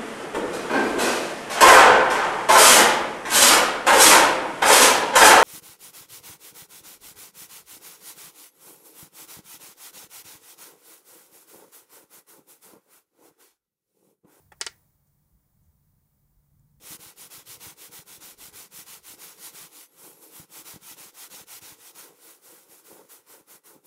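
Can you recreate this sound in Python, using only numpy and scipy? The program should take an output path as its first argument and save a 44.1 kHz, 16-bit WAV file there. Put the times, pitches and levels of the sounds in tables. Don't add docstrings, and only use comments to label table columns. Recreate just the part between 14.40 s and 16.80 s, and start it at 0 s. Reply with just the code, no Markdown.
import sys
import numpy as np
from scipy import signal
from scipy.fft import rfft, irfft
from scipy.io import wavfile

SR = 44100
rng = np.random.default_rng(int(sys.argv[2]) if len(sys.argv) > 2 else 0)


def inscribe(sig):
    pcm = np.round(np.clip(np.atleast_2d(sig).T, -1, 1) * 32767)
    wavfile.write(sys.argv[1], SR, pcm.astype(np.int16))


N = 105840

# (time [s], crack level [dB], ring level [dB], rattle and room level [dB], top of the crack [Hz])
BUTTON_CLICKS = [(0.2121, -0.5, 1, 0.5, 11370), (0.2652, -5, 0.5, -5, 10050)]
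# (frequency [Hz], level [dB])
CRACK_COLOUR = [(100, -22.5), (250, -16), (380, -10.5), (560, -11.5), (950, -3.5), (1900, 1.5), (3100, -19),
                (4200, -20), (5000, 5.5), (6500, 4), (9000, 4), (11000, -6), (13000, -17), (16000, -19.5)]
# (frequency [Hz], peak level [dB], t60 [s], build-up [s])
CASE_MODES = [(378, -42, .05, .001), (452, -43.5, .045, .001), (670.6, -45.5, 0.058, 0.00073),
              (790, -46, 0.032, .001), (927, -40, 0.054, 0.00082), (1152, -45.5, .04, 0.0027),
              (1394, -36.5, 0.066, 0.0011), (1537, -43, 0.024, 0.00065), (1731, -36, 0.021, .001),
              (1903, -34, 0.033, .001), (2184, -41, 0.056, 0.0025), (2343, -42, .04, .004),
              (2620, -39.5, 0.013, .01), (2970, -32.5, 0.016, .014), (3306, -36.5, .02, 0.0053),
              (3655, -40.5, 0.023, .01), (4022, -41.5, 0.037, .006), (4500, -38.5, 0.054, .003),
              (4700, -36.5, .027, .002), (5238, -44, .035, .002), (5510, -43, 0.042, .002)]
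# (frequency [Hz], level [dB])
RATTLE_COLOUR = [(200, -23.5), (560, -21), (1100, -15.5), (1800, -5), (3200, -11), (4800, 4.5), (6500, 1.5),
                 (9000, -4), (10500, -14), (12500, -28), (16000, -30)]
# (frequency [Hz], level [dB])
SPARK_COLOUR = [(8000, -45), (11700, -32), (12900, -18), (16000, -27.5)]
# (frequency [Hz], level [dB])
ROOM_COLOUR = [(150, -27), (400, -14.5), (560, -19), (900, -14.5), (1350, -6.5), (1900, -4.5),
               (2900, -10.5), (5000, -4.5), (8500, -12), (11000, -23.5), (16000, -30.5)]
# (frequency [Hz], t60 [s])
ROOM_DECAY = [(250, 0.16), (1200, 0.15), (1950, .24), (2600, .16), (5000, .145), (12000, .17)]
# (time [s], length [s], level [dB])
FINGER_TOUCHES = [(0.1177, 0.011, 2), (0.2024, 0.01, -5.5)]
# (frequency [Hz], level [dB])
SCUFF_COLOUR = [(150, -34), (400, -30), (850, -17), (1100, -22.5), (1350, -21), (1850, -17), (2400, -26),
                (3000, -37), (4000, -36.5), (8000, -30.5), (15000, -38)]
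# (frequency [Hz], level [dB])
TOUCH_TAIL_COLOUR = [(200, -33), (800, -22), (2000, -21.5), (3500, -39), (12000, -45)]
# (frequency [Hz], peak level [dB], t60 [s])
DULL_MODES = [(367, -62, .06), (570, -62, .05), (830, -51, 0.039), (1334.3, -59, .05), (1790, -52, .035),
              (1950, -55, .045), (2680, -64.5, .03), (3350, -62, .03), (5480, -67, 0.028)]
# (time [s], rise [s], t60 [s], level [dB])
GRIP_TICKS = [(0.664, 0.0085, 0.054, -9), (1.215, 0.026, .25, -9), (2.1944, 0.0006, 0.015, -11)]
# (frequency [Hz], level [dB])
TICK_COLOUR = [(500, -48), (4000, -56), (6700, -32), (8300, -34), (10500, -39), (15000, -51)]
# (time [s], length [s], frequency [Hz], level [dB])
GRIP_BUMPS = [(0.031, 0.084, 96.2, -63.5), (0.909, 0.085, 57, -59), (1.205, 0.022, 83, -57.5),
              (1.233, 0.1, 78.4, -63.5), (1.955, 0.063, 43.8, -58.5)]
# (frequency [Hz], relative density [dB per Hz])
RUMBLE_COLOUR = [(12, -38), (20, -8), (65, 0), (113, -2), (145, -3.5), (171, -4), (204, -6), (242, -17.5),
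                 (320, -24), (420, -49.5), (700, -120)]
# (time [s], level [dB])
RUMBLE_COURSE = [(0, -69.5), (.07, -65.5), (.17, -67.5), (.5, -68.5), (.6, -73), (.78, -69.5), (.95, -68.5),
                 (1.1, -71), (1.23, -68), (1.4, -70), (1.55, -65), (1.68, -72), (1.9, -68), (2.05, -72.5),
                 (2.14, -63.5), (2.36, -65.5)]
# (time [s], level [dB])
HUM_COURSE = [(0, -68.5), (.3, -76), (.8, -73.5), (1.0, -77.5), (1.5, -68.5), (1.7, -78.5), (2.03, -73.5),
              (2.13, -66), (2.4, -65.5)]
# (frequency [Hz], relative density [dB per Hz])
HISS_COLOUR = [(180, -29.5), (300, -1), (370, -8), (401, -6.5), (775, -8.5), (940, -7), (1400, -14),
               (2310, -17), (2510, -23), (14000, -11)]
# (time [s], level [dB])
HISS_COURSE = [(0, 9), (.1, 3.5), (.2, 8), (.33, 10.5), (.45, 5), (.6, 1), (1.6, 0.5), (1.85, 0), (2.1, 0),
               (2.4, 0)]
# (frequency [Hz], relative density [dB])
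FIZZ_COLOUR = [(8000, -26), (12000, -7.5), (13500, -1), (14600, 0.5), (16000, -2)]
# (time [s], level [dB])
FIZZ_COURSE = [(0, -79.5), (.3, -78.5), (.6, -82), (1.0, -83), (1.6, -81.5), (1.85, -78.5), (2.1, -87),
               (2.4, -95)]

CRACK_FALL_S, CRACK_LOW_HZ = 0.00012, 5200
RATTLE_T60_S, RATTLE_RISE_S, SPARK_T60_S = 0.035, 0.0012, 0.014
ROOM_RISE_S, RING_ROOM_DB = 0.008, -24
TOUCH_T60_S, TOUCH_RISE_S = 0.09, 0.003
HUM_HZ, HUM_WAVER_HZ = 143, 3
HISS_BASE_DB = -75
WHINE_HZ, WHINE_BASE_DB = 15000, -81.5
EDGE_HZ = 15850


def amp(db):
    return 10 ** (np.asarray(db) / 20)


def unit(x):
    return x / np.sqrt(np.mean(x ** 2) + 1e-20)


def read(points, hz):
    frequency, value = np.transpose(points)
    return np.interp(np.log(hz + 1), np.log(frequency + 1), value)


def level(points):
    return amp(np.interp(np.arange(N) / SR, *np.transpose(points)))


def add(mix, s, sound):
    part = mix[round(s * SR):][:len(sound)]
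    part += sound[:len(part)]


def dying(t, t60):
    return 1000. ** (-t / t60)


def rising(t, rise):
    return 1 - np.exp(-(t / rise) ** 2)


def pulse(points, size=2048):
    hz = abs(np.fft.fftfreq(size, 1 / SR))
    log_gain = np.log(amp(read(points, hz)))
    spectrum = np.exp(np.conj(signal.hilbert(log_gain)))
    return np.fft.ifft(spectrum).real[:size // 2]


def burst(envelope, points):
    taps = envelope * rng.choice([-1., 1.], len(envelope))
    taps = taps / np.linalg.norm(taps)
    return signal.fftconvolve(taps, pulse(points))[:len(taps)]


def noise(points):
    gain = amp(read(points, np.fft.rfftfreq(N, 1 / SR)))
    return unit(irfft(rfft(rng.standard_normal(N)) * gain, N))


def mode(t, hz, db, t60, rise):
    envelope = dying(t, t60) * rising(t, rise)
    return amp(db) * envelope / envelope.max() * np.sin(2 * np.pi * (hz * t + rng.random()))


def snap_crack():
    radius = np.exp(-1 / (CRACK_FALL_S * SR))
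    allpass = [1, -2 * radius * np.cos(2 * np.pi * CRACK_LOW_HZ / SR), radius ** 2]
    return signal.lfilter(allpass[::-1], allpass, pulse(CRACK_COLOUR))


def button():
    out, t = np.zeros(N), np.arange(SR // 2) / SR
    ring = sum(mode(t, *row) for row in CASE_MODES)
    rattle = burst(dying(t, RATTLE_T60_S) * rising(t, RATTLE_RISE_S), RATTLE_COLOUR)
    crack = snap_crack()
    for s, crack_db, ring_db, rattle_db, top_hz in BUTTON_CLICKS:
        soften = signal.butter(4, top_hz, fs=SR)
        walls = room()
        answer = signal.fftconvolve(walls, pulse(ROOM_COLOUR))[:len(t)]
        ring_in_room = amp(RING_ROOM_DB) * signal.fftconvolve(walls, ring)[:len(t)]
        add(out, s, amp(crack_db) * signal.lfilter(*soften, crack))
        add(out, s, amp(rattle_db) * (rattle + answer))
        add(out, s, amp(ring_db) * (ring + ring_in_room))
        add(out, s, burst(dying(t, SPARK_T60_S), SPARK_COLOUR))
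    return out


def room(size=256):
    hz, t, bands = signal.stft(rng.standard_normal(SR // 2), SR, nperseg=size)
    bands = bands * dying(t, read(ROOM_DECAY, hz)[:, None])
    tail = signal.istft(bands, SR, nperseg=size)[1][:SR // 2]
    tail = tail * rising(np.arange(len(tail)) / SR, ROOM_RISE_S)
    return tail / np.linalg.norm(tail)


def finger():
    out, t = np.zeros(N), np.arange(SR // 4) / SR
    for s, length, db in FINGER_TOUCHES:
        progress = np.minimum(t / length, 1)
        scuff = burst(np.sin(np.pi * progress), SCUFF_COLOUR)
        ring = sum(mode(t, *row, TOUCH_RISE_S) for row in DULL_MODES)
        tail = burst(progress ** 2 * dying(t, TOUCH_T60_S), TOUCH_TAIL_COLOUR)
        add(out, s, amp(db) * (scuff + ring + tail))
    return out


def grip():
    out, t = np.zeros(N), np.arange(SR // 4) / SR
    for s, rise, t60, db in GRIP_TICKS:
        add(out, s, amp(db) * burst(dying(t, t60) * rising(t, rise), TICK_COLOUR))
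    for s, length, hz, db in GRIP_BUMPS:
        arch = np.sin(np.pi * np.minimum(t / length, 1))
        add(out, s, amp(db) * arch * np.sin(2 * np.pi * hz * t))
    return out


def hum():
    slow = signal.butter(2, 8, fs=SR, output="sos")
    waver = unit(signal.sosfilt(slow, rng.standard_normal(N)))
    tone = np.sin(2 * np.pi * np.cumsum(HUM_HZ + HUM_WAVER_HZ * waver) / SR)
    return level(HUM_COURSE) * unit(tone)


def rumble():
    return level(RUMBLE_COURSE) * noise(RUMBLE_COLOUR)


def hiss_and_whine():
    whine = amp(WHINE_BASE_DB) * unit(np.sin(2 * np.pi * WHINE_HZ * np.arange(N) / SR))
    hiss = amp(HISS_BASE_DB) * noise(HISS_COLOUR)
    fizz = level(FIZZ_COURSE) * noise(FIZZ_COLOUR)
    return level(HISS_COURSE) * (hiss + whine) + fizz


def scene():
    background = hum() + rumble() + hiss_and_whine()
    return (button() + finger() + grip() + background)[None]


def record(dry):
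    lowpass = signal.firwin(511, EDGE_HZ, window=("kaiser", 9), fs=SR)
    return signal.oaconvolve(dry, lowpass[None], "same")


dry = scene()
out = record(dry)
inscribe(out)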